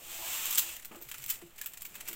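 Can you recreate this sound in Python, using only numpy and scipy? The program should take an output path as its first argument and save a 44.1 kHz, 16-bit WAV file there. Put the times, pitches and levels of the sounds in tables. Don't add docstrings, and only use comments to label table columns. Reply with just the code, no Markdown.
import sys
import numpy as np
from scipy import signal
from scipy.fft import rfft, irfft
from scipy.io import wavfile
from scipy.ndimage import uniform_filter1d

SR = 44100
rng = np.random.default_rng(int(sys.argv[2]) if len(sys.argv) > 2 else 0)


def output_pcm(signal):
    pcm = np.clip(np.atleast_2d(signal).T, -1, 1) * 32767
    wavfile.write(sys.argv[1], SR, np.round(pcm).astype(np.int16))


def makeup_ratio(level_db):
    decades = np.asarray(level_db, float) / 20
    return 10 ** decades


N = 94815


def unit(x):
    return x / np.sqrt(np.mean(x ** 2))


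def shape(x, gain_db):
    cepstrum = irfft(gain_db * np.log(10) / 20)
    half = len(cepstrum) // 2
    cepstrum[1:half] *= 2
    cepstrum[half + 1:] = 0
    return signal.fftconvolve(x, irfft(np.exp(rfft(cepstrum))))[:N]


def colour(x, table):
    bin_hz = np.maximum(np.linspace(0, SR / 2, 2049), 1)
    points = np.array(table, float)
    return shape(x, np.interp(np.log(bin_hz), np.log(points[:, 0]), points[:, 1]))


def curve(table):
    points = np.array(table, float)
    level_db = np.interp(np.arange(N) / SR, points[:, 0], points[:, 1], left=-120, right=-120)
    return makeup_ratio(level_db)


def walk(rate_hz):
    width = int(SR / rate_hz)
    return unit(uniform_filter1d(uniform_filter1d(rng.standard_normal(N), width), width))


def decay(t_s, t60_s):
    return np.exp(-np.log(1000) * t_s / t60_s)


def clicks(rate_per_s, spread_db):
    hit = rng.random(N) < rate_per_s / SR
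    size = makeup_ratio(spread_db * np.minimum(rng.exponential(size=N), 4))
    return unit(hit * np.sign(rng.standard_normal(N)) * size)


def crackle():
    return clicks(5000, 3) + 1.01 * rng.standard_normal(N)


def burst(start_s, length_ms):
    attack_ms = 0.89
    since_ms = np.maximum(np.arange(N) / SR - start_s, 0) * 1000
    return (1 - np.exp(-since_ms / attack_ms)) * np.exp(-(since_ms / max(length_ms, .3)) ** 2)


def film(bright, body, fizz):
    # [Hz, dB]
    skin_gain = [(800, -26), (2000, -11), (3500, -0.5), (5000, 0), (8000, -2), (11000, 0.5), (12500, -4),
                 (16000, -34.5)]
    # [Hz, dB]
    body_gain = [(300, -43), (800, -5.5), (1500, -1), (2500, 0), (4000, -9), (7000, -20.5)]
    # [Hz, dB]
    fizz_gain = [(8000, -16), (11000, -53), (12500, -3.5), (16000, 0.5)]
    return colour(bright, skin_gain) + colour(body, body_gain) + colour(fizz, fizz_gain)


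def snaps():
    # start_s, peak_db, body_share_db, length_ms, fizz_share_db
    film_snaps = [(0.455, -19.5, -9, 2.9, 1), (0.465, -26.5, -10, 4.5, -3), (0.5067, -25, -18, 3.5, 5),
                  (0.5107, -23.5, -25, 2.8, 0), (0.5272, -27.5, -23, 11.5, -2), (0.5495, -24, -30, 2.7, -8),
                  (0.5543, -21.5, -28, 5.8, -11), (0.5747, -18, -20, 6.9, -1), (0.581, -12.5, -10, 3.43, 0),
                  (0.586, -27.5, -20, 5, 6), (0.5919, -20.5, -13.5, 5.7, 2.5), (0.601, -30, -20, 3, 1),
                  (0.6194, -35, -5, 13, -3), (0.69, -34.5, -0.5, 7.2, -10), (0.764, -35, 0.5, 5.1, 2),
                  (0.822, -42, -14, 6, -4), (0.847, -31.5, -3.5, 4.1, -2), (0.854, -37.5, -7, 3, 7),
                  (0.9144, -62, 21.5, 6.9, -9), (0.9458, -48, 12.5, 3.4, -7), (0.955, -48, -6, 12, 3),
                  (1.012, -49, -19, 5.9, 11), (1.022, -41, -14, 8.4, 7), (1.086, -40.5, -1.5, 10, 3),
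                  (1.1138, -30, 0, 4.7, 1.5), (1.141, -34.5, 0.5, 6.8, -2), (1.1816, -33.5, -14, 2.3, 3.5),
                  (1.2274, -47, -1, 3.6, 4), (1.2394, -32, -4, 4.5, 0), (1.2616, -36, -20, 3.2, 11),
                  (1.2805, -42, -15, 3.6, -4), (1.291, -31, -10, 5, 5), (1.298, -25.5, -13.5, 9.5, 6),
                  (1.3092, -26, -12.5, 3.6, -12), (1.3424, -37, -7, 2.9, -7), (1.415, -46, 3, 9.8, -10),
                  (1.559, -47, -7, 7.3, -4), (1.58, -40, -0.5, 10.7, 1.5), (1.613, -25.5, -3, 3.9, 0.5),
                  (1.6374, -66, 0, 2.2, 0), (1.6593, -30, -7, 3.2, 9), (1.664, -32, -6, 2.7, 6),
                  (1.7342, -37.5, -3.5, 5.6, 2), (1.7721, -34, -6.5, 5.9, -3.5),
                  (1.8073, -37.5, -28, 7.1, -9), (1.8193, -32, -5, 5.5, 3), (1.849, -34, -5, 2.5, 4),
                  (1.8518, -35, -1, 4.6, 4), (1.862, -42, -4, 4.9, 4), (1.941, -45.5, 3, 9, -2),
                  (1.9535, -38.5, 4.5, 6.7, 5), (2.003, -37.5, 2.5, 4.6, -6), (2.0066, -34.5, -10, 6.4, -4),
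                  (2.065, -43, 0, 10.4, -11), (2.0764, -29, -10, 4.4, -4), (2.082, -33.5, -5, 14, 2),
                  (2.112, -41, 2, 5.2, -2), (2.1295, -32.5, -2, 4.4, 2.5)]
    snap_db, body_db, fizz_db = -11.5, 5, -1
    echo_ms, echo_db, settle_ms, settle_db = 6.9, -9, 20, -20
    t = np.arange(N) / SR
    grain = crackle()
    parts = np.zeros((3, N))
    for start_s, peak_db, body_share_db, length_ms, fizz_share_db in film_snaps:
        env = burst(start_s, length_ms)
        env = env + makeup_ratio(echo_db) * burst(start_s + echo_ms / 1000, length_ms)
        env = env + makeup_ratio(settle_db) * (t > start_s) * np.exp(-np.abs(t - start_s) * 1000 / settle_ms)
        pop = env * grain
        pop = pop * np.sqrt(np.sum(env ** 2) / np.sum(pop ** 2))
        shares_db = np.array([[0], [body_share_db + body_db], [fizz_share_db + fizz_db]])
        parts += pop * makeup_ratio(peak_db + snap_db + shares_db)
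    return film(*parts)


def ticks():
    # start_s, peak_db
    flips = [(.527, -21), (.5955, -17), (.767, -33), (.8485, -36), (1.1148, -31), (1.1833, -36),
             (1.2405, -33), (1.262, -32), (1.281, -37), (1.295, -32), (1.303, -21), (1.614, -31),
             (1.66, -33), (1.954, -34), (2.01, -35), (2.13, -35)]
    click = np.zeros(N)
    for start_s, peak_db in flips:
        click[int(start_s * SR)] = makeup_ratio(peak_db)
    tick = film(click, click * 0.14, click)
    return tick * click.max() / np.abs(tick).max()


def panel_rings():
    # start_s, peak_db, pitch_hz, t60_s
    panels = [(.15, -55, 670, 0.14), (.222, -43.5, 975, 0.073), (.235, -47, 672, 0.075),
              (.3, -47, 688, 0.076), (.45, -43, 1123, .06), (0.583, -27.5, 3400, 0.011),
              (.59, -47, 37.8, .15), (0.692, -46.5, 45.3, 0.19), (.549, -20, 8340, 0.0033),
              (0.555, -27, 7580, 0.0082), (0.913, -52, 1168, 0.097), (.913, -45.5, 221, 0.098),
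              (.962, -46.5, 340.8, 0.29), (1.056, -50, 130, 0.12), (1.145, -44, 1396, .029),
              (1.186, -52.5, 133, 0.19), (1.254, -54.5, 126, 0.11), (1.42, -55, 194, 0.09),
              (1.446, -48, 149, 0.087), (1.613, -37.5, 1700, 0.027), (1.66, -48, 2640, .029),
              (1.852, -47, 2260, 0.021), (2.1, -54, 213, .1)]
    rise_cycles = 1.6
    t, out = np.arange(N) / SR, 0
    for start_s, peak_db, pitch_hz, t60_s in panels:
        since_s = np.maximum(t - start_s, 0)
        rise = 1 - np.exp(-since_s * pitch_hz / rise_cycles)
        tone = np.sin(2 * np.pi * pitch_hz * since_s)
        out = out + makeup_ratio(peak_db) * tone * decay(since_s, t60_s) * rise
    return out


def rustle():
    # time_s, level_db
    handling = [(.7, -87), (.8, -59.5), (.9, -69.5), (1.05, -63.5), (1.15, -58.5), (1.25, -55),
                (1.32, -45.5), (1.38, -61.5), (1.45, -68.5), (1.54, -76), (1.63, -56), (1.72, -62),
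                (1.84, -70), (1.91, -66), (2.0, -56.5), (2.05, -62.5), (2.1, -52.5), (2.16, -58)]
    rate_per_s, spread_db, fade_ms, level_db = 250, 2, 5.4, -6
    body_db, fizz_db = 1.5, -4.5
    fade = np.exp(-np.arange(2000) / SR * 1000 / fade_ms)
    env = signal.fftconvolve(np.abs(clicks(rate_per_s, spread_db)), fade)[:N]
    skin = (unit(env) + 0.44) * curve(handling) * makeup_ratio(level_db) * crackle()
    body = skin * makeup_ratio(body_db + 1.5 * walk(15))
    fizz = skin * makeup_ratio(fizz_db + 1.5 * walk(15))
    return film(skin, body, fizz)


def slide():
    # time_s, level_db, scrape_hz
    motion = [
        (0, -51.5, 600),
        (.1, -43.5, 660),
        (.21, -39, 750),
        (.33, -36, 980),
        (.46, -36, 1120),
        (.56, -38, 1200),
        (.65, -43, 800),
        (.74, -44.5, 700),
        (.86, -79, 650),
    ]
    # [Hz, dB]
    canvas_gain = [(150, -30), (400, -9.5), (700, -1.5), (1100, 2.5), (1500, -0.5), (2500, 1), (6000, 2),
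                   (16000, -5)]
    # [Hz, dB]
    rumble_gain = [(20, -12), (120, -4), (250, -9), (500, -11.5), (2000, -60)]
    level_db, scrape_db, scrape_width_hz = -7, -15, 490
    drone_hz, drone_db, rumble_db = 340, -22, -27
    t = np.arange(N) / SR
    speed = curve(motion)

    rub = rng.standard_normal(N) + 0.41 * clicks(1800, 1.5)
    hiss = unit(colour(rub, canvas_gain)) * makeup_ratio(0.76 * walk(22) + 0.28 * walk(140))

    scrape_hz = np.interp(t, np.array(motion)[:, 0], np.array(motion)[:, 2])
    carrier = np.sin(2 * np.pi * np.cumsum(scrape_hz) / SR)
    scrape = walk(scrape_width_hz) * carrier * makeup_ratio(scrape_db + 5.2 * walk(31))

    hum = walk(35) * np.sin(2 * np.pi * drone_hz * t) * makeup_ratio(drone_db)
    hum = hum + unit(colour(rng.standard_normal(N), rumble_gain)) * makeup_ratio(rumble_db)
    return (hiss + scrape) * makeup_ratio(level_db) * speed + hum * speed ** 0.33 * makeup_ratio(-30)


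def knocks():
    # start_s, peak_db, tilt_db_per_octave (away from the hollow note), contact_ms
    touches = [
        (.911, -44.5, 0, 3),
        (0.917, -47, 6, 10),
        (0.936, -44, 8, 17),
        (0.946, -53.5, 17, 2.6),
        (0.963, -49.5, 5, 8.5),
        (0.999, -52, -3.5, 34),
        (1.415, -52, 9.5, 1.4),
        (1.421, -45.5, -17, 6.2),
        (1.435, -48, -17, 5.7),
        (2.074, -49, 1, 79),
    ]
    # freq_hz, level_db, t60_s
    modes = [(200, -7, .08), (260, -6, .05), (341, 0, .15), (436, -5, .06), (525, -5, .05), (670, -3, .045),
             (860, -5, .04), (1190, -4, .07)]
    # [Hz, dB]
    skin_gain = [(120, -28), (400, 0), (750, -4), (1200, -8), (2500, -35)]
    hollow_hz, low_cut_hz, thud_db, thud_extra_ms = 340, 167, -6.5, 14
    t, out = np.arange(SR // 2) / SR, np.zeros(N)
    low_cut = signal.butter(2, low_cut_hz, "high", fs=SR, output="sos")
    for start_s, peak_db, tilt_db, contact_ms in touches:
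        ring = 0
        for hz, mode_db, t60_s in modes:
            gain = makeup_ratio(mode_db + tilt_db * abs(np.log2(hz / hollow_hz)))
            ring = ring + gain * np.sin(2 * np.pi * hz * t) * decay(t, t60_s)
        scuff = burst(start_s, contact_ms) * rng.standard_normal(N)
        thud = colour(burst(start_s, contact_ms + thud_extra_ms) * rng.standard_normal(N), skin_gain)
        hit = signal.sosfilt(low_cut, signal.fftconvolve(scuff, ring)[:N])
        hit = hit / np.abs(hit).max() + makeup_ratio(thud_db + tilt_db) * thud / np.abs(thud).max()
        out += makeup_ratio(peak_db) * hit / np.abs(hit).max()
    return out


def room(x, count=16):
    t60_s, level_db, rise_s = 0.22, -8.5, 0.00052
    t, out = np.arange(SR // 2) / SR, 0
    fade = decay(t, t60_s) * (1 - np.exp(-t / rise_s))
    position = np.arange(N) / N * (count - 1)
    for k in range(count):
        tail = rng.standard_normal(len(t)) * fade / np.sqrt(np.sum(fade ** 2)) * makeup_ratio(level_db)
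        part = np.sqrt(np.clip(1 - np.abs(position - k), 0, 1))
        out = out + signal.fftconvolve(x * part, tail)[:N]
    return out


def air():
    # [Hz, dB]
    air_gain = [(3, 11), (15, -1), (30, -6.5), (150, -13.5), (340, -16), (800, -18), (2500, -25),
                (16000, -34.5)]
    # time_s, level_db
    hush = [(0, 2), (.8, -0.5), (.89, 0), (1.0, -1.5), (1.38, 2), (1.47, -2), (1.55, -3), (1.64, -2.5),
            (1.8, -1.5), (1.95, 0.5), (2.16, 3.5)]
    tone = unit(colour(rng.standard_normal(N), air_gain))
    return tone * curve(hush) * makeup_ratio(-58 + 1.2 * walk(6))


def scene():
    sheet = snaps() + ticks() + panel_rings() + rustle() + slide()
    table = knocks()
    mono = sheet + table + room(sheet + 0.68 * table) + air()
    return np.array([mono, mono])


def band_limit(x):
    return signal.sosfilt(signal.butter(12, 16970, fs=SR, output="sos"), x)


def record(dry):
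    # center_hz, width_hz, peak_db
    mic_peaks = [(2820, 1640, 9), (7604, 1740, 10), (14300, 3330, 15.5), (4780, 1260, -2)]
    bin_hz = np.linspace(0, SR / 2, 2049)
    gain_db = sum(db / (1 + (2 * (bin_hz - hz) / width_hz) ** 2) for hz, width_hz, db in mic_peaks)
    top_cut = signal.ellip(8, .3, 32, 15950, fs=SR, output="sos")
    mono = signal.sosfilt(top_cut, shape(dry[0], gain_db))
    return band_limit(np.array([mono, mono]))


dry = scene()
out = record(dry)
output_pcm(out)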